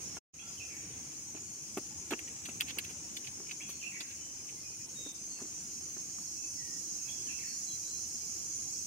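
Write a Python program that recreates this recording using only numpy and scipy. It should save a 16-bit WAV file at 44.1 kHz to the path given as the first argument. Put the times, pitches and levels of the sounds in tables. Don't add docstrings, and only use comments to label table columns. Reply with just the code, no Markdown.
import sys
import numpy as np
from scipy import signal
from scipy.fft import rfft, irfft, next_fast_len
from scipy.io import wavfile
from scipy.ndimage import uniform_filter1d, map_coordinates

SR = 44100
rng = np.random.default_rng(int(sys.argv[2]) if len(sys.argv) > 2 else 0)


def wav_record(signal):
    frames = np.transpose(np.atleast_2d(signal))
    bounded = np.clip(frames, -1, 1)
    quanta = np.round(bounded * 32767).astype(np.int16)
    wavfile.write(sys.argv[1], SR, quanta)


N = 390726
TIME = np.arange(N) / SR

# (time [s], level [dB])
CHORUS_LEVEL = [(0, -43.5), (.2, -45), (.5, -46), (1.1, -46), (4.7, -45.5), (5.6, -44), (6.3, -42.5),
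                (7.05, -41), (8.86, -40.5)]
# (time [s], left over right [dB])
CHORUS_PAN = [(0, -2), (.9, -0.5), (2, 0.5), (5.2, -1.5), (6.6, -4.5), (8.86, -4.5)]
# (tymbal frequency [Hz], width of one pass [Hz], level [dB])
SINGERS = [(4977, 92, -11), (5366, 240, -2), (5726, 190, -3.5), (6054, 190, 0.5), (6300, 320, 0.5),
           (6580, 480, -1), (6750, 120, -4), (7046, 46, -6.5), (7766, 410, -10), (8810, 170, -16.5),
           (10700, 120, -33), (11900, 400, -20)]
# (frequency [Hz], relative density [dB per Hz])
SWARM_SPECTRUM = [(2180, -57), (3700, -40), (3860, -54), (3980, -13.5), (4710, -10), (5220, -10),
                  (6340, 3.5), (6940, 2.5), (7550, -14), (8790, -10.5), (11500, -20.5), (12200, -24),
                  (15700, -25)]
# (centre time [s], length [s], depth [dB])
SHRILL_DIPS = [(4.875, .026, -9), (5.133, .022, -12)]

# (frequency [Hz], relative density [dB per Hz])
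AIR_SPECTRUM = [(24, -53), (40, -20), (65, -2.5), (166, -5), (227, -4.5), (314, -7.5), (641, -19),
                (734, -16.5), (1850, -22.5), (2420, -16.5), (3700, -22), (4000, -22), (5200, -45.5),
                (8800, -120)]
# (time [s], level [dB])
AIR_LEVEL = [(0, -52), (.5, -54.5), (1.5, -57.5), (2.3, -53.5), (3.7, -57.5), (8.86, -56.5)]
# (frequency [Hz], left-right likeness [-1 to 1])
STEREO_LIKENESS = [(60, 0.94), (150, 0.96), (380, 0.61), (950, 0), (2380, -0.0), (5980, 0.0092), (15000, 0)]
HUM_HZ, HUM_DB, HUM_WAVER_HZ = 320.4, -68, 1.2

# (time [s], strength [dB], grit over the thump [dB])
THUDS = [(0.064, -46, -17), (0.1677, -24.5, -7), (.54, -45, -9), (1.126, -50, 5), (1.347, -23.5, -29),
         (1.371, -35.5, -6), (1.771, -11.5, -14.5), (1.781, -17, -18), (2.1082, -19.5, -8),
         (2.112, -18.5, -16), (2.1193, -13.5, -11), (2.1252, -19, -10), (2.1333, -16, -10),
         (2.486, -24.5, -10.5), (2.7715, -23, -13), (2.617, -47, 12.5), (2.906, -29, -22),
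         (3.399, -30, -15), (3.515, -53, 3), (3.692, -32, -10), (4.007, -27.5, -11), (4.703, -34.5, -22),
         (5.061, -25, -18), (5.388, -45, 0), (5.403, -45, 8), (5.4166, -22, -21), (5.435, -39, -20),
         (5.451, -34, -17), (5.967, -28.5, -11), (6.182, -45.5, 1)]
# (peak time [s], length [s], strength [dB], fine grit over coarse [dB], top fizz over coarse [dB])
SCUFFS = [(1.35, 0.0026, -48, -15, -25), (1.365, .005, -46, -12, -24.5), (1.379, .006, -48, -4, -25),
          (1.7738, .002, -30, -33, -15.5), (1.782, .006, -44, -13, -5), (2.110, 0.0035, -34, 5.5, -10),
          (2.1198, 0.003, -39, -5, -25), (2.1266, 0.003, -28, -9, -30), (2.1356, 0.002, -24.5, -23, -33),
          (2.190, .002, -30, -21, -24), (2.194, 0.0022, -32.5, -22, -14.5), (2.278, 0.006, -38.5, -20, -27),
          (2.288, 0.0034, -50, -15, -26.5), (2.301, .005, -45.5, -13, -27),
          (2.458, .006, -33.5, -0.5, -16.5), (2.494, .01, -41, -7, -14), (2.604, 0.0018, -29, -12.5, -26),
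          (2.6088, 0.0012, -17, 3, -11.5), (2.613, .0015, -25, -9, -23), (2.619, .002, -29.5, -2, -10),
          (2.671, 0.014, -44, -10, -19), (2.687, .008, -35, -2, -19), (2.699, .005, -35, -1, -24),
          (2.707, .005, -33, 1, -21.5), (2.7865, .002, -25, -3.5, -8), (2.789, 0.0035, -26, 1, -14.5),
          (2.848, 0.0064, -38.5, -3, -13), (2.903, .012, -41.5, -13, -15), (3.17, 0.0042, -34, 4, -10.5),
          (3.25, .012, -43.5, -10, -19), (3.273, 0.0091, -39, 0, -24), (3.47, .006, -48, -15, -27),
          (3.497, .008, -40, -11, -25), (3.515, .004, -31.5, -4, -25), (3.701, .02, -45.5, 1.5, -5.5),
          (4.008, 0.0066, -35, 2, -16), (4.113, 0.017, -47.5, -1, -18), (4.49, 0.018, -48, -8, -28)]
# (frequency [Hz], width [Hz], level [dB])
SOLE_MODES = [(286, 176, 2), (403, 187, 2), (633, 300, -8.5)]
# (frequency [Hz], width [Hz], level [dB])
COARSE_GRIT_MODES = [(1650, 1600, -5.5), (2620, 570, 5.5)]
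# (frequency [Hz], width [Hz], level [dB])
FINE_GRIT_MODES = [(3560, 560, 4), (4660, 490, 3.5)]
THUD_RISE_S, THUD_DECAY_S = 0.00302, 0.0088
SCUFF_RISE = 1.1
PUSH_DB, ROLL_DB = 20.5, -5

# (time after its start [s], length [s], first pitch [Hz], last pitch [Hz], level [dB])
PHRASE_NOTES = [(0, 0.0258, 2080, 2800, 2), (0.01, 0.036, 3256, 3385, -3.5),
                (.195, 0.019, 3130, 2950, -4.5), (0.213, 0.0331, 2820, 2400, 4),
                (.235, 0.043, 2728, 2640, 1), (.315, .016, 2600, 1950, -3.5),
                (0.335, 0.025, 2465, 2196, -1.5), (.352, 0.0226, 2300, 1713, -4.5),
                (.385, .025, 2200, 1780, -10), (0.44, 0.053, 1700, 1560, -17.5)]
# (start time [s], level [dB], and changes to the first high note [dB],
# second high note [dB], opening note [dB], closing notes [dB])
PHRASES = [(0.379, -49, 3, 0, 2, 0), (3.6, -43, -6, -7, -0.5, -1), (7.07, -48, 3, 2, -5.5, -0.096)]
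# (time [s], length [s], first pitch [Hz], last pitch [Hz], level [dB], left over right [dB])
WHISTLES = [(0.415, .09, 1313, 1393, -62.5, -3), (3.455, 0.055, 2950, 2830, -64, -3),
            (3.474, 0.043, 2430, 2460, -62, -3), (7.062, 0.034, 1580, 1630, -67, -3),
            (7.176, 0.053, 1650, 1580, -72, -3), (7.26, .06, 1735, 1720, -66, -3),
            (3.713, 0.098, 4300, 4265, -58.5, -5), (4.14, 0.2, 2990, 3070, -67, -10),
            (4.56, .05, 2050, 2110, -67, -3), (4.63, 0.065, 2540, 2424, -63, -11),
            (4.70, 0.075, 2540, 2400, -66.5, -11), (4.79, .06, 2430, 2510, -68, -9),
            (4.949, 0.2, 3810, 3620, -54.5, -12), (5.287, .12, 4414, 4400, -58.5, -14),
            (5.348, 0.047, 2830, 2620, -60.5, -1), (6.368, 0.12, 2635, 2580, -58.5, -7),
            (6.567, 0.09, 2060, 1864, -60, -4), (6.62, 0.19, 1885, 1892, -64, -4),
            (6.97, 0.074, 2750, 2630, -66.5, -7), (7.039, 0.072, 2515, 2606, -61, -8),
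            (7.442, 0.16, 4400, 4370, -55, -4), (7.662, 0.088, 4070, 4030, -51, 1),
            (7.694, 0.041, 3360, 3250, -59, 3), (7.82, 0.22, 3894, 4156, -54, 3)]
CLOSING_S = 0.3
PHRASE_BURR = 0.4

# (frequency [Hz], left over right [dB])
PORT_TILT = [(300, 0), (1200, -0.5), (2600, -7), (4500, -0.5), (6500, 0.5), (8500, 10.5), (11000, -0.5),
             (15500, 4.5)]
# (frequency [Hz], gain [dB])
HOUSING_GAIN = [(30, 3.5), (55, -7), (80, -0.5), (3300, 0), (3750, -3), (4050, -0.5), (7200, 1), (7450, 4),
                (7700, 1.5), (11100, 2), (11500, -4), (11900, 3.5)]
CUT_S, FALL_DB_PER_S = 0.1846, 3505
BACK_S, JUMP_DB_PER_S, BACK_DB, FADE_S = 0.3407, 3500, -7.5, 0.15
TOP_HZ = 15790


def amp(db):
    return 10 ** (np.asarray(db) / 20)


def unit(x):
    return x / np.sqrt(np.mean(x ** 2) + 1e-20)


def along(points, hz):
    f, v = np.transpose(points)
    return np.interp(np.log(hz + 1), np.log(f + 1), v)


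def curve(points):
    s, values = np.transpose(points)
    return np.interp(TIME, s, values)


def wobble(rate):
    knots = rng.standard_normal(int(N * rate / SR) + 4)
    return map_coordinates(knots, [TIME * rate])


def panned(x, db):
    return np.array([x * amp(db / 2), x * amp(-db / 2)])


def filtered(x, response):
    m = next_fast_len(N + 8192)
    return irfft(rfft(x, m) * response(np.fft.rfftfreq(m, 1 / SR)), m)[..., :N]


def modes(table):
    def response(f):
        total = 0
        for k, (centre, width, db) in enumerate(table):
            damping = 1j * f * width
            total = total + (-1) ** k * amp(db) * damping / (centre ** 2 - f ** 2 + damping)
        return total
    return response


def rush(spectrum, patchy_db):
    grid = signal.stft(rng.standard_normal((2, N)), nperseg=1024)[2]
    patches = uniform_filter1d(rng.standard_normal(grid.shape), size=2, axis=1)
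    patches = uniform_filter1d(patches, size=3, axis=2)
    pair = signal.istft(grid * amp(patchy_db * unit(patches)), nperseg=1024)[1][:, :N]

    def mid_side(hz):
        angle = np.arccos(np.clip(along(STEREO_LIKENESS, hz), -1, 1)) / 2
        return amp(along(spectrum, hz)) * [np.cos(angle), np.sin(angle)]

    mid, side = filtered(pair, mid_side)
    return unit(np.array([mid + side, mid - side]))


def scatter(x, t60):
    hop = SR // 8
    t = np.arange(SR // 2) / SR
    decay = amp(-60 * t / t60)
    decay = decay / np.linalg.norm(decay)
    window = np.sin(np.pi * np.arange(2 * hop) / (2 * hop))
    padded = np.pad(x, ((0, 0), (hop, 2 * hop)))
    out = np.zeros((2, N + SR * 2))
    for at in range(0, N + hop, hop):
        tail = rng.standard_normal((2, len(t))) * decay
        echo = signal.fftconvolve(padded[:, at:at + 2 * hop] * window, tail, axes=1)
        out[:, at:at + echo.shape[1]] += echo
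    return out[:, hop:hop + N]


def cicadas():
    near = np.zeros((2, N))
    for hz, width_hz, db in SINGERS:
        buckle_hz = rng.uniform(180, 320) * (1 + 0.18 * wobble(150))
        cycles = np.cumsum(buckle_hz) / SR
        buckles = np.diff(np.floor(cycles), prepend=0) * amp(2.35 * rng.standard_normal(N))
        tymbal = modes([(hz, width_hz, 0)])
        song = unit(filtered(buckles, lambda f: tymbal(f) ** 2))
        song_db = db + 1.9 * wobble(12) + 1.4 * wobble(4)
        near += panned(song * amp(song_db), 1.1 * wobble(0.63))
    near = scatter(near, t60=0.091)
    near = near / np.sqrt(np.abs(uniform_filter1d(near ** 2, size=SR // 5, axis=1)))
    chorus = amp(-3) * near + amp(-4) * rush(SWARM_SPECTRUM, patchy_db=5)

    dip_db = sum(db * np.exp(-((TIME - s) / (length / 2)) ** 4) for s, length, db in SHRILL_DIPS)
    shrill = filtered(chorus, lambda hz: (hz > 4000) & (hz < 7500))
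    chorus = chorus + (amp(dip_db) - 1) * shrill
    pan_db = curve(CHORUS_PAN)
    return unit(chorus) * amp(curve(CHORUS_LEVEL)) * amp([pan_db / 2, -pan_db / 2])


def background():
    hum_hz = HUM_HZ + HUM_WAVER_HZ * wobble(8)
    hum = unit(np.sin(2 * np.pi * np.cumsum(hum_hz) / SR)) * amp(HUM_DB + wobble(2.91))
    air_db = curve(AIR_LEVEL) + 0.98 * wobble(4)
    return amp(air_db) * rush(AIR_SPECTRUM, patchy_db=3) + hum


def bursts(s, db, length, rise, spiky_db):
    out = np.zeros(N + SR)
    t = np.arange(SR // 8) / SR
    for peak, level, life, up in zip(s, db, length, rise):
        shape = np.where(t < up, (t / up) ** 0.67, np.exp(-np.abs(t - up) / life))
        grains = shape * rng.standard_normal(len(t)) * amp(spiky_db * rng.standard_normal(len(t)))
        energy = np.linalg.norm(shape) / np.linalg.norm(grains)
        out[round((peak - up) * SR):][:len(t)] += amp(level) * energy * grains
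    return out[:N]


def thuds():
    s, db, grit_db = np.transpose(THUDS)
    decay, rise = np.full(len(s), THUD_DECAY_S), np.full(len(s), THUD_RISE_S)
    push = np.bincount(np.round(s * SR).astype(int), amp(db + PUSH_DB), N)
    push = uniform_filter1d(uniform_filter1d(push, size=20), size=20)
    roll = bursts(s + rise, db + ROLL_DB, decay, rise, spiky_db=3)
    thump = filtered(roll - push, modes(SOLE_MODES))
    grains = bursts(s + rise / 2, db + grit_db, decay / 2, rise, spiky_db=7.5)
    crunch = filtered(grains, lambda f: modes([(1050, 1100, 0)])(f) ** 2)
    return thump, crunch


def scuffs():
    s, length, db, fine_db, fizz_db = np.transpose(SCUFFS)
    rise = SCUFF_RISE * length
    coarse = filtered(bursts(s, db, length, rise, spiky_db=10), modes(COARSE_GRIT_MODES))
    fine = filtered(bursts(s, db + fine_db, length, rise, spiky_db=4), modes(FINE_GRIT_MODES))
    fizz_modes = modes([(7840, 3000, 1.4), (11600, 4000, 4.8)])
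    fizz = filtered(bursts(s, db + fizz_db, length, rise, spiky_db=4.5), fizz_modes)
    return coarse + fine + fizz


def shoes():
    thump, crunch = thuds()
    grit = scuffs()
    grit = np.array([grit, np.roll(grit, shift=16)])
    echo = scatter(grit + crunch + amp(-20.5) * thump, t60=0.045)
    return thump + crunch + grit + amp(-3) * echo


def note(length, hz0, hz1, db, burr):
    u = np.linspace(0, 1, round(length * SR))

    def waver():
        return np.interp(u, np.linspace(0, 1, 10), rng.standard_normal(10))

    hz = hz1 + (hz0 - hz1) * (1 - u) ** 1.543 + 20 * waver()
    flutter = 1 + burr * unit(uniform_filter1d(rng.standard_normal(len(u)), size=110))
    swell = np.sin(np.pi * u ** 0.85) ** 0.78
    return flutter * amp(db + 1.4 * waver()) * swell * np.sin(2 * np.pi * np.cumsum(hz) / SR)


def bird_phrase():
    song = np.zeros((2, N + SR))
    for start, level_db, high_db, second_high_db, opening_db, closing_db in PHRASES:
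        first_notes_db = {0: opening_db, 1: high_db, 2: second_high_db}
        for k, (s, length, hz0, hz1, db) in enumerate(PHRASE_NOTES):
            note_db = level_db + db + first_notes_db.get(k, 0) + closing_db * (s > CLOSING_S)
            wave = note(length, hz0, hz1, note_db, PHRASE_BURR)
            at = round((start + s) * SR)
            song[:, at:at + len(wave)] += wave
    song = song[:, :N]
    near_trees, far_trees = scatter(song, t60=0.18), scatter(song, t60=1.1)
    return amp(-7.5) * song + amp(-1) * near_trees + amp(-3) * far_trees


def whistles():
    calls = np.zeros((2, N + SR))
    for s, length, hz0, hz1, db, pan_db in WHISTLES:
        wave = note(length, hz0, hz1, db, burr=0.07)
        at = round(s * SR)
        calls[:, at:at + len(wave)] += panned(wave, pan_db)
    calls = calls[:, :N]
    return calls + amp(-1) * scatter(calls, t60=0.4)


def scene():
    def ports(hz):
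        tilt_db = along(PORT_TILT, hz)
        return amp([tilt_db / 2, -tilt_db / 2])

    return filtered(cicadas() + background() + shoes() + bird_phrase() + whistles(), ports)


def record(dry):
    coloured = filtered(dry, lambda hz: amp(along(HOUSING_GAIN, hz)))
    out_db = -FALL_DB_PER_S * np.maximum(TIME - CUT_S, 0)
    fade_db = BACK_DB * np.clip(1 - (TIME - BACK_S) / FADE_S, 0, 1)
    back_db = fade_db - JUMP_DB_PER_S * np.maximum(BACK_S - TIME, 0)
    gated = coloured * amp(np.maximum(out_db, back_db))
    return filtered(gated, lambda hz: hz < TOP_HZ)


dry = scene()
out = record(dry)
wav_record(out)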